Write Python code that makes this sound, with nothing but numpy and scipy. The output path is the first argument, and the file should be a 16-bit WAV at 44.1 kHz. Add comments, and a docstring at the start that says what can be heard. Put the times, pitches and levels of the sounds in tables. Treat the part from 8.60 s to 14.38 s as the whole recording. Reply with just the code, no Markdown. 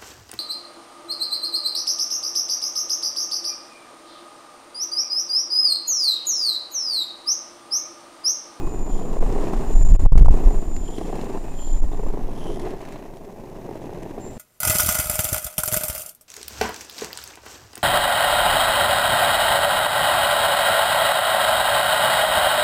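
"""An electric skateboard rolls along a street, heard from a microphone that the rider holds.
Hard wheels drum on rough pavement and shake the deck (the board underfoot), louder with each curve.
Stones knock, grit snaps, the tyres scrape, and the motor whines while the throttle is on.
Behind it are a faint street hiss and wind that buffets the microphone. The hardest gusts push the
microphone to its limit, so the other sounds drop out for a moment."""
import sys
import numpy as np
from scipy import signal
from scipy.fft import rfft, irfft
from scipy.io import wavfile
from scipy.ndimage import uniform_filter1d

SR = 44100
rng = np.random.default_rng(int(sys.argv[2]) if len(sys.argv) > 2 else 0)


def file_out(sig):
    """Save sig as 16-bit WAV at sys.argv[1]."""
    # one column per channel
    cols = np.atleast_2d(sig).T
    # limit, then scale
    lim = np.clip(cols, -1, 1)
    pcm = np.round(lim * 32767).astype(np.int16)
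    wavfile.write(sys.argv[1], SR, pcm)


N = 254880
TIME = np.arange(N) / SR

# A spectrum says how strong a sound is at each pitch. Columns of all nine: pitch_hz, level_db
STREET_SPECTRUM = [(30, 16), (300, 15.5), (1500, 2), (3000, -26), (6000, -5), (10000, -3), (16000, 1)]  # faint background hiss
WIND_SPECTRUM = [(4, -7), (12, 5.5), (22, -1), (40, -20), (70, -28), (130, -52), (300, -42), (1000, -103),
                 (4000, -100)]  # deep rumble of swirling air
CRACKLE_SPECTRUM = [(200, -3), (600, 17.5), (1050, 20), (1600, -14), (3000, -18), (8000, -19), (16000, -20)]  # the microphone crackling
BELT_SPECTRUM = [(1500, 3), (4000, 3.5), (6500, 4.5), (9000, 3), (13000, -8), (16000, 2)]  # hiss of the drive belt
SCRAPE_SPECTRUM = [(1200, -29), (2700, -9), (3170, 9.5), (3600, 1.5), (4300, -4.5), (5500, 0), (8500, -8),
                   (10500, -0.5), (12000, -17), (16000, -32)]  # rubber sliding over sand
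SNAP_SPECTRUM = [(600, -20), (1800, 13), (3000, 4), (6500, 1.5), (10000, -3.5), (13000, -10), (16000, -30)]  # grit being crushed
KNOCK_SPECTRUM = [(50, -63), (150, 2.5), (300, 9.5), (420, 10.5), (530, 3), (700, 6), (1050, -4),
                  (1500, -22.5), (2000, -18), (2600, -40), (5000, -74), (15000, -47)]  # the deck hit by a larger stone
DECK_SPECTRUM = [(40, -21.5), (90, -3.5), (150, -0.5), (200, -1), (260, -1), (320, -1), (395, -1),
                 (460, -6), (520, -3.5), (800, -15.5), (1400, -59), (4000, -47)]  # low roar of the deck
WHEEL_SPECTRUM = [(150, -22.5), (400, -11.5), (550, 10), (680, 6), (820, 2.5), (1040, -3), (1290, -14.5),
                  (1520, -25.5), (2000, -28.5), (6000, -67)]  # higher ring of the wheels
# The two brightest parts of the rolling sound. Columns: pitch_hz, level_db
RASP_SPECTRUM = [(700, -26.5), (1250, 0.5), (1650, 8.5), (2000, 7.5), (2300, 2), (2650, 5), (3300, -3),
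                 (4200, 0), (8000, -48.5)]
GRIT_SPECTRUM = [(600, -40), (1800, 11), (3100, 4.5), (4200, 3), (6500, 4.5), (9000, -3.5), (10500, -4.5),
                 (13000, -6), (16000, -28)]

# Airflow at the microphone. Columns: time_s, relative_level_db
AIRFLOW = [(0, -45), (.6, -17.5), (1.05, -28), (1.25, -9), (1.65, -24), (1.85, -26), (2.4, -31),
           (2.95, -29), (3.2, -20.5), (3.55, -23.5), (4.05, -32), (4.25, -40), (4.7, -46.5), (5.78, -43)]
# Short puffs on top of that flow. Columns: peak_s, half_width_s, relative_level_db
WIND_PUFFS = [(0.042, 0.019, -16.5), (.17, 0.054, -20.5), (.34, 0.027, -17), (.66, 0.027, -20.5),
              (.98, 0.025, -22), (1.17, 0.048, -14.5), (1.324, 0.025, -6), (1.43, 0.024, -10.5),
              (1.738, 0.034, -13.5), (1.94, 0.051, -15.5), (2.09, 0.012, -26), (2.17, 0.058, -21.5),
              (3.14, 0.027, -18), (3.27, 0.017, -14), (3.459, 0.034, -20.5), (3.63, 0.021, -25)]
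# Single gusts that push (+) or suck (-). Columns: start_s, length_s, relative_pressure, edge_s
WIND_GUSTS = [(.591, .018, -1.9, .013), (1.237, .01, 2.5, .012), (1.279, .008, -2.4, .016),
              (1.365, .028, 2.5, .014), (1.464, .057, -2.6, .004), (1.533, .022, 2.6, .004),
              (1.56, .014, -2.6, .003), (1.602, .008, 2.5, .007), (1.613, .007, -2.4, .003),
              (1.631, .014, 2.6, .006), (1.668, .014, -2.6, .005), (1.692, .014, 2.7, .004),
              (1.843, .017, -.8, .007), (1.861, .012, 1.15, .003), (3.206, .012, -2.4, .018),
              (3.228, .016, .35, .005)]
# The microphone crackles as a gust pins it or lets it go. Columns: time_s, level_db
MIC_CRACKLES = [(1.361, -27), (1.396, -38), (1.461, -28), (1.523, -23), (1.555, -23), (1.577, -24),
                (1.66, -23), (1.6845, -18.5)]

# When the throttle is on. Columns: start_s, end_s
THROTTLE_TIMES = [(-.2, 3.6), (5.595, 6)]
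# The motor pulls harder, so its whine grows and rises. Columns: peak_s, half_width_s, level_db
MOTOR_PULLS = [(.29, 0.16, -49), (1.25, 0.12, -43.5), (1.94, 0.1, -53), (2.22, 0.089, -47),
               (3.071, 0.085, -44.5), (3.48, 0.021, -54.5), (5.66, 0.031, -48)]
# The tones below and above the motor's middle tone. Columns: time_s, lower_pitch_hz, upper_level_db
SIDE_TONES = [(0, 6995, -66), (.35, 7050, -69), (.65, 7050, -63.5), (.9, 7030, -65), (1.25, 7056, -58),
              (1.75, 7020, -64), (2.2, 7090, -66), (2.7, 7110, -64), (3.3, 7130, -67.5), (3.55, 7220, -79),
              (5.6, 7300, -71), (5.78, 7230, -64)]
# The drive sings faintly. Columns: peak_s, half_width_s, level_db, pitch_hz, glide_hz_per_s, wobble_hz
FAINT_TONES = [(.03, .07, -55.5, 2510, 0, 16), (.22, .08, -65, 2450, -400, 30),
               (2.6, .12, -63, 2640, 0, 40), (2.89, .055, -61.5, 2540, -600, 20),
               (1.22, .15, -64, 12250, 0, 200), (1.84, .13, -65, 12280, 0, 200),
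               (2.6, .15, -71, 12150, 0, 150), (3.03, .07, -67, 12200, 0, 200),
               (3.48, .05, -70, 12100, 0, 120)]

# The tyres scrape sideways between curves. Columns: peak_s, half_width_s, level_db
TYRE_SCRAPES = [(0.371, 0.061, -56), (.84, 0.028, -56), (2.37, 0.12, -54.5), (3.07, 0.093, -56),
                (3.89, 0.12, -52)]
# The tyres chirp as they catch. Columns: peak_s, half_width_s, level_db, pitch_hz, bandwidth_hz
TYRE_CHIRPS = [(2.285, .01, -53.5, 3180, 400), (2.342, 0.0062, -49, 3370, 445),
               (2.38, 0.0055, -50, 3200, 450), (2.995, 0.0078, -51, 3190, 300),
               (3.035, 0.013, -57, 3270, 350), (3.055, .045, -63, 4240, 1000), (3.33, 0.01, -57, 3650, 600),
               (3.82, .012, -52, 3130, 449.3), (3.885, 0.027, -50.5, 3140, 400)]
# Loose grit snaps under a wheel. Columns: start_s, level_db, decay_s, snap_count
GRIT_SNAPS = [(1.579, -33, .005, 1), (2.165, -36.5, 0.0022, 1), (2.383, -41, 0.0072, 1),
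              (2.555, -42, .006, 1), (2.613, -39, .005, 1), (2.643, -43, .005, 1),
              (3.997, -39.5, 0.0046, 1), (4.216, -42.5, 0.0051, 4), (4.571, -40.5, .0012, 1),
              (5.432, -41.5, .003, 1), (5.664, -47, 0.0029, 1)]
# Stones and seams knock the wheels. Columns: start_s, peak_db, bounce_count
STONE_KNOCKS = [(0.277, -24, 2), (.395, -31, 3), (.412, -24.5, 3), (.425, -28, 2), (.511, -28, 2),
                (.568, -18.5, 2), (.627, -16, 3), (.704, -24, 3), (0.761, -22, 3), (.787, -18, 1),
                (.836, -19.5, 2), (0.909, -21, 2), (1.104, -21, 2), (1.741, -18.5, 3), (1.908, -20, 2),
                (2.288, -27.5, 2), (2.339, -29, 2), (2.382, -23, 3), (2.4126, -19.5, 2), (2.499, -21.5, 1),
                (2.528, -18.5, 2), (2.552, -25, 2), (2.561, -24, 3), (2.635, -22.5, 3), (2.668, -25, 1),
                (2.701, -25, 2), (2.748, -22.5, 1), (2.756, -21.5, 3), (3.3324, -23.5, 1),
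                (3.394, -21.5, 3), (3.4336, -22, 1), (3.4659, -21, 2), (3.5015, -25, 1), (3.5375, -23, 2),
                (3.5733, -21.5, 1), (3.608, -30.5, 3), (3.687, -25.5, 2), (3.866, -23, 3),
                (3.9015, -27.5, 2), (3.9723, -23.5, 1), (4.0408, -27, 1), (4.073, -23, 3),
                (4.137, -23.5, 2), (4.985, -28, 1), (5.090, -21, 1), (5.112, -22.5, 1), (5.155, -25.5, 1),
                (5.1976, -29, 1), (5.2425, -25, 1), (5.2933, -26.5, 1), (5.328, -27.5, 3), (5.3724, -27, 1),
                (5.4237, -27, 1), (5.461, -26, 2), (5.579, -23, 3), (5.6643, -27.5, 2)]
# The loaded deck hums hollowly. Columns: peak_s, half_width_s, level_db, pitch_hz
DECK_HUMS = [(.45, 0.067, -36, 434), (.74, 0.098, -34, 410), (1.022, 0.076, -48, 358),
             (2.46, 0.062, -38, 424), (2.73, 0.06, -49.5, 391), (3.91, 0.025, -30, 394),
             (4.07, 0.049, -33, 369), (2.618, 0.0034, -25, 209), (5.2, 0.96, -43.5, 391)]
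# The board slows down. Columns: time_s, relative_speed (1 is average)
BOARD_SPEED = [(0, 1.054), (1.2, 1.011), (2.5, 0.99), (4.2, 1.0), (5.78, 0.88)]
# The roar swells as the rider leans into a curve or meets rougher pavement.
# Columns: peak_s, half_width_s, relative_level_db, brightness_db
ROAR_SWELLS = [(0.02, 0.28, -31.5, -3.5), (0.49, 0.17, -32, -4), (0.871, 0.23, -28, 1),
               (1.339, 0.12, -36.5, 3), (1.73, 0.24, -28, -1.5), (2.44, 0.29, -35, -33),
               (2.63, 0.24, -33.5, 2.5), (3.509, 0.3, -34.5, -1.5), (3.9, 0.16, -34.5, -0.5),
               (4.082, 0.047, -35.5, 7), (4.3, 0.13, -41, 7.5), (5.4, 0.43, -37.5, 2)]

WHEEL_TURN_S = 0.0355


def amp(db):
    """Turns decibels into a number to multiply a sound by."""
    return np.exp(np.asarray(db) * np.log(10) / 20)


def unit(x):
    """Scales a signal to an average (rms) level of 1."""
    return x / np.sqrt(np.mean(x ** 2) + 1e-20)


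def steady(sound, samples):
    """Holds the level near 1, averaged over this many samples."""
    return sound / np.sqrt(uniform_filter1d(sound ** 2, size=samples) + 1e-12)


def curves(rows):
    """Joins each column of a table with straight lines over time."""
    times, *columns = np.transpose(rows)
    return [np.interp(TIME, times, column) for column in columns]


def swell(peak_s, half_width_s, db):
    """A smooth, bell-shaped rise and fall in level."""
    away = (TIME - peak_s) / half_width_s
    return amp(db) * np.exp(-0.5 * away ** 2) * (abs(away) < 6)


def add(mix, start_s, sound):
    """Mixes a sound in at its start time."""
    part = mix[max(round(start_s * SR), 0):][:len(sound)]
    part += sound[:len(part)]


def gains(spectrum, size):
    """Fills in a spectrum's gain at every pitch, for a sound of size samples."""
    hz, db = np.transpose(spectrum)
    return amp(np.interp(np.log(np.fft.rfftfreq(size, 1 / SR) + 1), np.log(hz + 1), db))


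def noise(spectrum):
    """Steady noise with this spectrum, at level 1."""
    return unit(irfft(rfft(rng.standard_normal(N)) * gains(spectrum, N), N))


def tap_ring(spectrum, size=4096):
    """How an object with this spectrum rings after one tap, with a peak of 1."""
    log_gain = np.log(gains(spectrum, size))
    mirrored = np.r_[log_gain, log_gain[-2:0:-1]]
    causal = np.exp(np.conj(signal.hilbert(mirrored)))  # no sound comes before the tap
    ring = np.fft.ifft(causal).real[:size // 2]
    return ring / abs(ring).max()


def wander(hz):
    """A random drift of size 1 that wiggles up to about hz times a second."""
    rates = np.fft.rfftfreq(N, 1 / SR)
    return unit(irfft(rfft(rng.standard_normal(N)) * (rates > 0) / (1 + (rates / hz) ** 4), N))


def impacts(per_s, spread_db):
    """Tiny blows at random times, a few much harder than the rest."""
    size = amp(spread_db * np.minimum(rng.exponential(1, N), 3))
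    return unit(size * rng.choice([-1, 1], N) * (rng.random(N) < per_s / SR))


def shake(blows, spectrum):
    """Blows make an object ring, at a steady level of 1."""
    return steady(signal.oaconvolve(blows, tap_ring(spectrum))[:N], samples=4500)


def street_hiss():
    """The faint, even hiss of the street."""
    return amp(-59.5) * noise(STREET_SPECTRUM)


def wind():
    """Swirling air rumbles in puffs; single gusts sweep it aside and push or suck on the microphone."""
    flow_db, = curves(AIRFLOW)
    swirls = steady(noise(WIND_SPECTRUM), samples=4000)
    flow = amp(flow_db + wander(hz=1))
    strength = amp(8.5) * np.sqrt(flow ** 2 + sum(swell(*puff) ** 2 for puff in WIND_PUFFS))
    gusts, swept = np.zeros(N), np.zeros(N)
    for start_s, length_s, pressure, edge_s in WIND_GUSTS:
        inside = (length_s / 2 - abs(TIME - start_s - length_s / 2)) / edge_s  # above 0 in the gust
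        gusts += pressure * (1 + np.tanh(inside)) / 2
        swept = np.maximum(swept, (1 + np.tanh(inside + 2)) / 2)
    small_swirls = amp(-21) * strength ** 2 * wander(hz=110)  # these ride on strong wind
    bursts = sum(swell(time_s, half_width_s=0.00079, db=db) for time_s, db in MIC_CRACKLES)
    crackle = bursts * noise(CRACKLE_SPECTRUM)
    return (1 - swept) * strength * swirls + small_swirls + gusts + crackle


def whine(hz, wobble_hz, flutter_db, judder_hz=90):
    """A tone that trembles in pitch and level as the wheels judder."""
    cycles = np.cumsum(hz + wobble_hz * wander(judder_hz)) / SR
    return unit(np.sin(2 * np.pi * cycles) * amp(flutter_db * wander(judder_hz)))


def motor(middle_hz=7626, lift_hz=50.6, fade_in_s=0.014, fade_out_s=0.17):
    """Switching current makes a tone; two side tones close in as the motor slows or pulls harder."""
    throttle = sum(np.clip(np.minimum((TIME - start) / fade_in_s, (end - TIME) / fade_out_s), 0, 1)
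                   for start, end in THROTTLE_TIMES)
    pull = np.sqrt(sum(swell(*row) ** 2 for row in MOTOR_PULLS))
    base_hz, upper_db = curves(SIDE_TONES)
    lower_hz = base_hz + lift_hz * pull / pull.max()
    upper_hz = middle_hz + 1.08 * (middle_hz - lower_hz)
    flicker = amp(1.3 * wander(hz=12))
    lower = np.hypot(amp(-59), pull) * whine(lower_hz, wobble_hz=25, flutter_db=2.4, judder_hz=110)
    upper = amp(upper_db) * whine(upper_hz, wobble_hz=30, flutter_db=2.5)
    middle = amp(upper_db - 3) * whine(middle_hz, wobble_hz=30, flutter_db=2.5)
    belt = amp(upper_db + 4.5) * noise(BELT_SPECTRUM)  # the belt hisses more under load
    singing = np.zeros(N)
    for peak_s, half_width_s, db, hz, glide, wobble_hz in FAINT_TONES:
        tone = whine(hz + glide * (TIME - peak_s), wobble_hz, flutter_db=1.5, judder_hz=0.04 * hz)
        singing += swell(peak_s, half_width_s, db) * tone
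    return throttle * (flicker * (lower + upper) + middle + belt + singing)


def tyre_scrapes():
    """Rubber sticks and slips over sand; where it catches, the slips make the tread ring."""
    slips = impacts(per_s=830, spread_db=2) + 0.2 * rng.standard_normal(N)
    slips *= amp(2 * wander(hz=60))
    out = sum(swell(*row) for row in TYRE_SCRAPES) * shake(slips, SCRAPE_SPECTRUM)
    for peak_s, half_width_s, db, hz, bandwidth_hz in TYRE_CHIRPS:
        tread = signal.iirpeak(hz, hz / bandwidth_hz, fs=SR)
        ring = signal.lfilter(*tread, signal.lfilter(*tread, slips))
        out += swell(peak_s, half_width_s, db) * steady(ring, samples=1500)
    return out


def grit_snaps():
    """Crushed grit makes a short, bright crunch; a piece stuck to a wheel snaps once per turn."""
    level = np.zeros(N)
    for start_s, db, decay_s, count in GRIT_SNAPS:
        fade = amp(db) * np.exp(-TIME[:SR // 10] / decay_s)
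        for turn in range(round(count)):
            add(level, start_s + turn * WHEEL_TURN_S, fade)
    return level * noise(SNAP_SPECTRUM)


def stone_knocks(bounce_s=0.0023, loss_db=2.5):
    """Larger stones knock the deck; the wheel then bounces, more weakly each time."""
    out, knock = np.zeros(N), tap_ring(KNOCK_SPECTRUM)
    uneven_gaps = rng.uniform(0.75, 1.25, (len(STONE_KNOCKS), 6))
    for (start_s, db, bounces), gaps in zip(STONE_KNOCKS, uneven_gaps):
        for hit in range(round(bounces) + 1):
            add(out, start_s + bounce_s * gaps[:hit].sum(), amp(db - loss_db * hit) * knock)
    return out


def at_speed(sound):
    """Plays a sound at the board's speed, so its pitch falls as the board slows."""
    speed, = curves(BOARD_SPEED)
    return np.interp(np.cumsum(speed) % N, np.arange(N), sound)


def wheel_throb(depth_db=1.8):
    """The wheels are not quite round, so they press on the deck once per turn."""
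    return amp(depth_db * at_speed(np.sin(2 * np.pi * TIME / WHEEL_TURN_S)))


def deck_hum(bandwidth_hz=65):
    """The loaded deck hums at a pitch that depends on how the rider's weight sits."""
    out = np.zeros(N)
    for peak_s, half_width_s, db, hz in DECK_HUMS:
        blows = impacts(per_s=900, spread_db=5)
        ring = signal.lfilter(*signal.iirpeak(hz, hz / bandwidth_hz, fs=SR), blows)
        ring = signal.lfilter(*signal.iirpeak(hz, Q=2, fs=SR), ring)
        out += swell(peak_s, half_width_s, db) * steady(ring, samples=4500)
    return out * wheel_throb()


def axle_chatter(blows, decay_s):
    """Each blow rattles the axle mounts, and the rattle dies away."""
    energy = signal.lfilter([1], [1, -np.exp(-2 / (decay_s * SR))], blows ** 2)
    return unit(rng.standard_normal(N) * np.sqrt(energy))


def road_level(calm_db, swell_db, tilt):
    """A rolling layer's calm level plus its share of each swell; tilt sets how much brightness adds."""
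    swell_power = sum(swell(peak_s, half_width_s, db + swell_db + tilt * brightness_db) ** 2
                      for peak_s, half_width_s, db, brightness_db in ROAR_SWELLS)
    return np.sqrt(amp(calm_db) ** 2 + swell_power)


def rolling(deck_db=-43, merge_db=-29.5):
    """Small stones shake the deck and wheels; rough patches and each wheel turn make the roar flutter."""
    roughness_db = wander(hz=43.4)
    roar = road_level(deck_db, swell_db=-4, tilt=0)
    # Once the roar passes merge_db, the separate stones blend into an even wash.
    merged = roar ** 2 / (roar ** 2 + amp(merge_db) ** 2)
    wash = impacts(per_s=3000, spread_db=2.5)
    stones = np.sqrt(1 - merged) * impacts(per_s=620, spread_db=5) + np.sqrt(merged) * wash
    stones *= amp(roughness_db) * wheel_throb()
    chatter = axle_chatter(stones, decay_s=0.0078)
    sand = unit(rng.standard_normal(N) * amp(roughness_db + 3.9 * wander(hz=214)))
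    deck = at_speed(shake(stones + 0.5 * chatter + 0.26 * sand, DECK_SPECTRUM))
    wheels = at_speed(shake(stones + 0.69 * chatter, WHEEL_SPECTRUM))
    rasp = shake(at_speed(0.14 * sand + chatter + 0.073 * stones), RASP_SPECTRUM)
    ticks = impacts(per_s=260, spread_db=6)
    grit = shake(sand + 0.72 * at_speed(chatter) + 0.16 * ticks, GRIT_SPECTRUM)
    return (deck * road_level(calm_db=deck_db, swell_db=0.03, tilt=0.06)
            + wheels * road_level(calm_db=-43.5, swell_db=-5, tilt=0.54)
            + rasp * road_level(calm_db=-61, swell_db=-20.5, tilt=1.23)
            + grit * road_level(calm_db=-61, swell_db=-24.5, tilt=1))


def scene():
    """The board, the wind and the street, mixed into one channel."""
    board = rolling() + deck_hum() + tyre_scrapes() + stone_knocks() + grit_snaps() + motor()
    return (board + wind() + street_hiss())[None]


def record(dry, mic_limit=1.25, leak_hz=12, top_hz=15600):
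    """Gusts pin the microphone at its limit, held pressure leaks away, and tall peaks are cut flat."""
    held = dry / (1 + (dry / mic_limit) ** 18) ** (1 / 18)
    held += amp(-73) * rng.standard_normal(N)  # the amplifier hisses even while the microphone is pinned
    leak = signal.butter(1, leak_hz, "highpass", fs=SR)
    clipped = np.clip(signal.lfilter(*leak, signal.lfilter(*leak, held)), -1, 1)
    treble_cut = signal.firwin(511, top_hz, window=("kaiser", 9), fs=SR)
    return signal.oaconvolve(clipped, treble_cut[None], "same")


dry = scene()
out = record(dry)
file_out(out)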